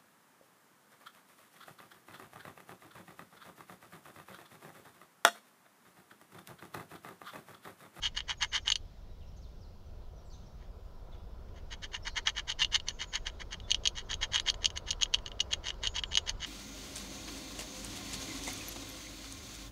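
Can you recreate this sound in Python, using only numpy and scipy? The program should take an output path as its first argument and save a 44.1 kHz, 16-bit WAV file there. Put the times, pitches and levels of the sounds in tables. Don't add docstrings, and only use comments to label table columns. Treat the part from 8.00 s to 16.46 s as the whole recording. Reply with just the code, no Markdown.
import sys
import numpy as np
from scipy import signal
from scipy.fft import rfft, irfft, next_fast_len
from scipy.io import wavfile
from scipy.ndimage import uniform_filter1d, map_coordinates

SR = 44100
rng = np.random.default_rng(int(sys.argv[2]) if len(sys.argv) > 2 else 0)


def inscribe(sig):
    pcm = np.round(np.clip(np.atleast_2d(sig).T, -1, 1) * 32767)
    wavfile.write(sys.argv[1], SR, pcm.astype(np.int16))


def natural_amplitude(level_db):
    exponent = np.asarray(level_db, float) / 20
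    return 10 ** exponent


N = 373082

# (time [s], road level [dB], breeze level [dB])
GARDEN_SWELL = [
    (0, -65, -67.5),
    (1.5, -64, -71.5),
    (3, -61, -71.5),
    (5.2, -60, -67),
    (6.5, -57, -68.5),
    (8.46, -57, -65),
]
# (frequency [Hz], level [dB per Hz])
RUMBLE_COLOUR = [(8.8, -63), (15, 4), (52, -0.5), (98, -6.5), (117, -16.5), (145, -14), (300, -28),
                 (660, -120)]
TRAFFIC_COLOUR = [(120, -52), (200, -6), (264, -13), (357, -4), (498, -5), (670, -6), (900, -13.5),
                  (1400, -90)]
TYRE_COLOUR = [(600, -18.5), (800, -17), (980, 4.5), (1120, -5), (1350, -2), (1700, -14.5), (2600, -29),
               (3500, -38.5)]
LEAF_COLOUR = [(1290, -6.5), (2200, -8.5), (3480, -6.5), (5200, -8), (7540, -19.5), (9000, -55),
               (11700, -41), (19800, -120)]
DUST_COLOUR = [(7500, -20), (8000, -12.5), (8700, 6.5), (10200, 5), (11500, -6), (14000, -10.5),
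               (16000, -7.5)]
MIC_HISS_COLOUR = [(300, 4), (8000, -5.5), (10000, -5.5), (12500, -2), (15500, -4.5)]
# (time [s], length [s], start pitch [Hz], end pitch [Hz], level [dB])
NEAR_WHISTLES = [(.37, .057, 6730, 6400, -73), (0.47, 0.075, 6750, 5650, -75),
                 (0.59, 0.068, 6970, 6100, -86), (.62, .02, 5570, 5350, -79), (0.964, .03, 3760, 3670, -88),
                 (1.1, 0.033, 3830, 3920, -86), (1.857, .029, 6100, 5900, -88),
                 (2.157, 0.056, 6190, 5370, -84), (4.855, 0.12, 7340, 6030, -78),
                 (5.07, 0.055, 7100, 6300, -73), (5.63, .04, 3550, 3450, -75),
                 (6.415, .02, 5000, 4950, -76), (6.046, 0.03, 6800, 5700, -83),
                 (7.859, 0.05, 7190, 6500, -68), (8.053, 0.098, 7430, 6540, -76)]
# (time [s], length [s], start pitch [Hz], end pitch [Hz], level [dB])
FAR_CHIRPS = [(1.202, 0.042, 3750, 2520, -81), (1.26, .052, 5700, 5240, -84.5),
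              (1.364, 0.027, 6800, 5730, -81.5), (1.413, 0.061, 6000, 3120, -80),
              (1.605, 0.063, 5960, 3800, -80.5), (2.243, 0.068, 8100, 6900, -89),
              (2.297, 0.069, 5050, 3480, -76.5), (2.306, 0.055, 5350, 6700, -78.5),
              (2.455, 0.027, 4700, 6300, -81.5), (3.117, 0.04, 3900, 3040, -77),
              (4.023, 0.045, 5250, 5700, -73), (4.086, 0.029, 4730, 3940, -67.5)]
# (time [s], length [ms], rasp level [dB])
TOOTH_STROKES = [(0.02, 70, -36.5), (0.148, 59, -42), (0.275, 70, -41.5), (0.406, 49.3, -35),
                 (0.52, 74.5, -36.5), (0.652, 56, -45.5), (3.706, 49, -46), (3.821, 44, -43.5),
                 (3.919, 67, -46), (4.05, 52, -42), (4.154, 48, -39), (4.256, 47, -35.5),
                 (4.351, 65, -44.5), (4.472, 57, -39.5), (4.588, 55, -33.5), (4.715, 63, -38),
                 (4.867, 54, -45.5), (4.99, 64.5, -41.5), (5.123, 67, -42), (5.251, 48.6, -44.5),
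                 (5.397, 35, -47.5), (5.512, 37.5, -41.5),
                 (5.676, 71, -50.5), (5.834, 67, -53), (5.951, 73, -44.5), (6.091, 51, -42),
                     (6.211, 49, -37.5), (6.314, 85, -37.5), (6.455, 62, -39), (6.607, 50, -52.5),
                     (6.759, 24, -40), (6.863, 50, -45), (7.013, 15.7, -37.5), (7.129, 36, -45),
                     (7.259, 15, -49.5), (7.506, 23, -46.5), (7.633, 83, -43), (7.816, 77, -42.5),
                     (7.944, 55, -39.5), (8.113, 20.8, -45.5), (8.264, 54, -38), (8.396, 76, -44)]
# (time [s], length [ms], rasp level [dB])
TURNING_TOUCHES = [
    (2.585, 90, -73.5),
    (3.11, 79, -74.5),
    (3.48, 25, -74.5),
    (3.535, 81, -66),
]
# (time [s], peak level [dB], sharpness [dB])
BIG_CRACKS = [(.6787, -15, -17.5), (.7014, -20, -2), (.7209, -15, -5), (.7563, -21.5, -0.5),
              (4.272, -17.5, -6), (4.6464, -18, -7.5), (4.744, -23, -11), (4.7537, -18, -8),
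              (4.7584, -20, 0), (5.155, -24, 2), (5.7153, -14, -4), (5.7452, -17, -9.5),
              (5.8594, -19, -9.5), (5.8734, -16.5, 1), (6.3585, -15.5, -7), (6.4855, -18, -13),
              (6.4997, -18, 0.5), (6.6444, -20.5, -2), (6.6569, -12, -3.5), (6.9061, -23, 2),
              (7.0223, -19.5, -2.5), (7.0315, -14.5, -3.5), (7.1393, -16.5, 0.5), (7.1443, -12, -19),
              (7.5331, -17.5, -4), (7.8719, -18.5, -6), (8.1532, -17.5, -3), (8.1729, -14, 1),
              (8.1804, -20, -8), (8.2941, -23.5, 4.5)]
# (time [s], peak level [dB], skips [count], gap [ms])
SKIP_RUNS = [(.0352, -30, 2, 4), (.0654, -26, 2, 6.2), (.1694, -27, 3, 4.1), (.2943, -25, 4, 7.3),
             (.4198, -24, 4, 5.3), (.5328, -31, 2, 3.7), (.5475, -23, 6, 4.2), (.6838, -24, 2, 4.4),
             (3.947, -30, 2, 2.8), (4.1675, -27, 3, 5.6), (4.291, -29, 2, 6.7), (4.3766, -30, 2, 4.4),
             (4.3938, -31, 2, 3.5), (4.4973, -28, 3, 4.6), (4.5165, -27, 2, 5.5), (4.6168, -17, 5, 3.9),
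             (5.0031, -33, 3, 10), (5.9757, -29, 3, 8), (6.1124, -29, 2, 5.2), (6.1308, -26, 2, 9.5),
             (6.2281, -25, 4, 4), (6.3438, -23, 3, 4), (6.3783, -24, 2, 6), (6.4893, -22, 2, 6.9),
             (6.8851, -33, 2, 3.5), (7.4027, -20, 3, 2.4), (7.6838, -25, 2, 6.5), (7.8352, -28, 3, 3.4),
             (7.9619, -26, 3, 4.1), (7.9829, -27, 3, 4.6)]
# (time [s], peak level [dB])
SMALL_CHIPS = [(0.0552, -23.5), (0.1895, -27), (.2045, -29), (.446, -26.5), (0.5785, -26.5), (3.716, -49),
               (3.8383, -44), (4.0779, -31), (4.276, -35), (4.3678, -35), (4.6038, -51), (4.7302, -30),
               (4.8851, -22), (4.8923, -36), (5.269, -26), (5.529, -51), (5.5425, -33.5), (5.8545, -19.5),
               (6.398, -25), (6.463, -32), (6.7741, -24), (6.9102, -22.5), (7.2612, -29.5), (7.5196, -32),
               (7.5282, -20), (7.7038, -22), (7.8541, -22.5), (7.8644, -28), (8.142, -21.5),
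               (8.4463, -26.5),
               (0.6717, -27), (0.7184, -24), (4.7463, -19), (4.7993, -32), (5.2985, -39), (5.405, -51),
                 (5.6007, -42.5), (5.706, -30), (5.8362, -40.5), (6.5418, -38), (6.7027, -34.5),
                 (6.9295, -29.5), (6.998, -45), (7.011, -35), (7.0568, -33.5), (7.1864, -39.5),
                 (7.2782, -38), (7.3167, -35), (7.355, -64), (7.3935, -38), (7.5359, -19.5),
                 (7.6685, -27.5), (7.7411, -50), (8.036, -23.5), (8.131, -29.5), (8.2763, -32),
                 (8.4401, -28.5)]
# (time [s], looseness [dB])
PAW_GRIP = [(0, -11), (.3, -2), (.55, -4.5), (.72, -4.5), (3.8, -7.5), (4.2, -1.5), (4.6, -9), (5.35, -3.5),
            (5.8, -10.5), (6.2, -7), (6.5, -7), (7, -10.5), (7.9, -7.5), (8.46, -9.5)]
# (frequency [Hz], width [Hz], level [dB])
SHELL_MODES = [(2879, 140, 0), (3303, 210, -3), (3800, 870, -15.5)]
UPPER_MODES = [(4287, 620, 7.5), (4850, 67, -21.5), (5800, 355, -3.5), (6517, 274, 12.5), (7100, 154, 6)]
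HOLLOW_MODES = [(958, 145, 13), (1244, 120, 10.5), (1725, 311, 16), (2175, 259, 15), (2410, 80, 13.5)]
# (delay [ms], level [dB])
NEAR_BOUNCE = (1.455, -6)
# (delay [ms], level [dB])
CAGE_WALLS = [
    (3.3, -12),
    (8.8, -19),
    (17, -28),
]


def unit(x):
    return x / np.sqrt(np.mean(x ** 2, axis=-1, keepdims=True) + 1e-20)


def filtered(x, response):
    m = next_fast_len(N + SR // 2)
    return irfft(rfft(x, m) * response(np.fft.rfftfreq(m, 1 / SR)), m)[:N]


def rush(colour, patchy_db):
    z = signal.stft(rng.standard_normal(N), nperseg=512)[2]
    field = uniform_filter1d(rng.standard_normal(z.shape), size=6, axis=0)
    field = uniform_filter1d(field, size=14, axis=1)
    patched = signal.istft(z * natural_amplitude(patchy_db * field / field.std()), nperseg=512)[1][:N]
    f_hz, db = np.transpose(colour)
    return unit(filtered(patched, lambda hz: natural_amplitude(np.interp(np.log(hz + 1), np.log(f_hz + 1), db))))


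def garden():
    s, *levels = np.transpose(GARDEN_SWELL)
    road_db, air_db = [np.interp(np.arange(N) / SR, s, level) for level in levels]
    busy_db = road_db - road_db.mean()
    rumble = natural_amplitude(-46.5 + 0.23 * busy_db) * rush(RUMBLE_COLOUR, patchy_db=0.8)
    tyres = natural_amplitude(-67 + 1.73 * busy_db) * rush(TYRE_COLOUR, patchy_db=0.2)
    traffic = natural_amplitude(road_db) * rush(TRAFFIC_COLOUR, patchy_db=1.54)
    leaves = natural_amplitude(air_db) * rush(LEAF_COLOUR, patchy_db=1.5)
    return rumble + traffic + tyres + leaves


def birds():
    near_blur_hz, far_blur_hz, trees_t60_s = 39.2, 220, 0.92
    out = np.zeros(N + SR)
    notes = [(*n, near_blur_hz) for n in NEAR_WHISTLES] + [(*n, far_blur_hz) for n in FAR_CHIRPS]
    for s, length_s, from_hz, to_hz, db, blur_hz in notes:
        u = np.linspace(0, 1, round(length_s * SR))
        wander = unit(uniform_filter1d(rng.standard_normal(SR // 5), size=60))[:len(u)]
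        pitch_hz = from_hz * (to_hz / from_hz) ** u + blur_hz * wander
        tone = np.sin(2 * np.pi * np.cumsum(pitch_hz) / SR)
        swell = np.sin(np.pi * u) ** 0.5 * natural_amplitude(blur_hz / 80 * wander[::-1])
        out[round(s * SR):][:len(u)] += natural_amplitude(db + 14) * swell * tone
    t = np.arange(SR // 3) / SR
    trees = rng.standard_normal(len(t)) * natural_amplitude(-60 * t / trees_t60_s)
    return out[:N] + natural_amplitude(-1.5) * signal.fftconvolve(out, trees / np.linalg.norm(trees))[:N]


def looseness(s):
    return np.interp(s, *np.transpose(PAW_GRIP))


def rasp(slips_hz, scatter_db, smooth_share):
    rise_share, usual_db, damping_db_per_db = 0.45, -41, 0.14
    t, hard, hollow = np.arange(N) / SR, np.zeros(N), np.zeros(N)
    for s, length_ms, db in TOOTH_STROKES + TURNING_TOUCHES:
        length_s = length_ms / 1000
        bite = np.interp(t, [s - 0.008, s + rise_share * length_s, s + length_s], [0, 1, 0])
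        hollow_db = looseness(s) - damping_db_per_db * (db - usual_db)
        hard += natural_amplitude(db) * bite ** 1.38
        hollow += natural_amplitude(db + hollow_db) * bite ** 1.3
    slips = (rng.random(N) < slips_hz / SR) * natural_amplitude(scatter_db * rng.standard_normal(N))
    slips = slips * rng.choice([-1, 1], N)
    drag = unit(slips) + smooth_share * rng.standard_normal(N)
    return natural_amplitude(-11.5) * hard * drag, natural_amplitude(-6.5) * hollow * drag


def all_breaks():
    skip_loss_db, skip_scatter_db = 1.63, 0.36
    small_sharp_db, sharp_scatter_db = -9, 6.5
    usual_db, damping_db_per_db, hollow_scatter_db = -27, 0.38, 4.5
    skips = [(s + k * gap_ms / 1000, db - skip_loss_db * k)
             for s, db, count, gap_ms in SKIP_RUNS for k in range(count)]
    small_s, small_db = np.array(skips + SMALL_CHIPS).T
    luck = rng.standard_normal((len(small_s), 2))
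    small_db = small_db + skip_scatter_db * luck[:, 0]
    small = np.c_[small_s, small_db, small_sharp_db + sharp_scatter_db * luck[:, 1]]
    s, db, sharp_db = np.r_[BIG_CRACKS, small].T
    hollow_db = looseness(s) - damping_db_per_db * (db - usual_db)
    hollow_db = hollow_db + hollow_scatter_db * rng.standard_normal(len(s))
    return np.c_[s, db, hollow_db, sharp_db]


def chips(crack_ms, splinter_ms):
    t = np.arange(SR // 200) / SR
    breaks = all_breaks()
    lives_ms = np.array([[crack_ms], [splinter_ms], [crack_ms]])
    cracks = 0.2 * rng.standard_normal((len(breaks), 1, len(t))) * np.exp(-t * 1000 / lives_ms)
    cracks[..., 0] = 1
    force = np.zeros((3, N + SR))
    for (s, db, hollow_db, sharp_db), crack in zip(breaks, cracks):
        share_db = np.array([[1.5], [sharp_db - 0.95], [hollow_db - 3.0]])
        force[:, round(s * SR):][:, :len(t)] += natural_amplitude(db + share_db) * crack
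    return force[:, :N]


def ringing(x, modes):
    def body(f):
        total = 0
        for k, (centre_hz, width_hz, db) in enumerate(modes):
            damping = 1j * f * width_hz
            total = total + (-1) ** k * natural_amplitude(db) * damping / (centre_hz ** 2 - f * f + damping)
        return total
    return filtered(x, body) / np.abs(filtered(np.arange(2) == 0, body)).max()


def near_bounce(x):
    waver_share, waver_hz = 0.012, 6
    ms, db = NEAR_BOUNCE
    n = np.arange(N)
    waver = map_coordinates(rng.standard_normal(N * waver_hz // SR + 4), [n * waver_hz / SR])
    return x - natural_amplitude(db) * np.interp(n - ms * SR / 1000 * (1 + waver_share * waver), n, x)


def dust(sharp):
    decay = natural_amplitude(-120 * np.arange(SR // 30) / SR / 0.034)
    cloud = np.sqrt(np.abs(signal.fftconvolve(sharp ** 2, decay)[:N]))
    density = cloud.max() * (cloud / cloud.max()) ** 0.95
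    return natural_amplitude(-33) * density * rush(DUST_COLOUR, patchy_db=1.5)


def nut():
    drag, loose = rasp(slips_hz=800, scatter_db=3.3, smooth_share=0.45)
    blows = chips(crack_ms=0.12, splinter_ms=1.3)
    hard, sharp, hollow = blows + [drag, natural_amplitude(-4.0) * drag, loose]
    above_hollow = signal.butter(3, 2600.0, "high", fs=SR, output="sos")
    above_rumble = signal.butter(3, 800.0, "high", fs=SR, output="sos")
    below_dust = signal.butter(6, 7150.0, "low", fs=SR, output="sos")
    shell = ringing(hard, SHELL_MODES) + ringing(sharp, UPPER_MODES)
    bright = near_bounce(signal.sosfilt(above_hollow, shell))
    body = signal.sosfilt(above_rumble, ringing(hollow, HOLLOW_MODES))
    return signal.sosfilt(below_dust, bright + body) + dust(sharp)


def cage(x, tail_db, t60_s, versions):
    t, out = np.arange(SR // 5) / SR, np.zeros(N)
    version = (np.arange(N) // (SR // 30)) % versions
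    for k in range(versions):
        answer = rng.standard_normal(len(t)) * natural_amplitude(-60 * t / t60_s) * (t > 0.004)
        answer *= natural_amplitude(tail_db) / np.linalg.norm(answer)
        for ms, db in CAGE_WALLS:
            answer[round(ms * rng.uniform(0.93, 1.07) * SR / 1000)] += natural_amplitude(db)
        held = uniform_filter1d(1.0 * (version == k), size=400)
        out += signal.fftconvolve(x * held, answer)[:N]
    return x + out


def scene():
    gnawing = cage(nut(), tail_db=-15.5, t60_s=0.064, versions=7)
    return (garden() + birds() + gnawing)[None]


def low_pass(x):
    return signal.sosfilt(signal.butter(12, 16400, fs=SR, output="sos"), x)


def record(dry):
    top_hz = 15760
    hiss = natural_amplitude(-78) * rush(MIC_HISS_COLOUR, patchy_db=0.5)
    heard = filtered(dry[0] + hiss, lambda hz: hz < top_hz)
    return low_pass(heard[None])


dry = scene()
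out = record(dry)
inscribe(out)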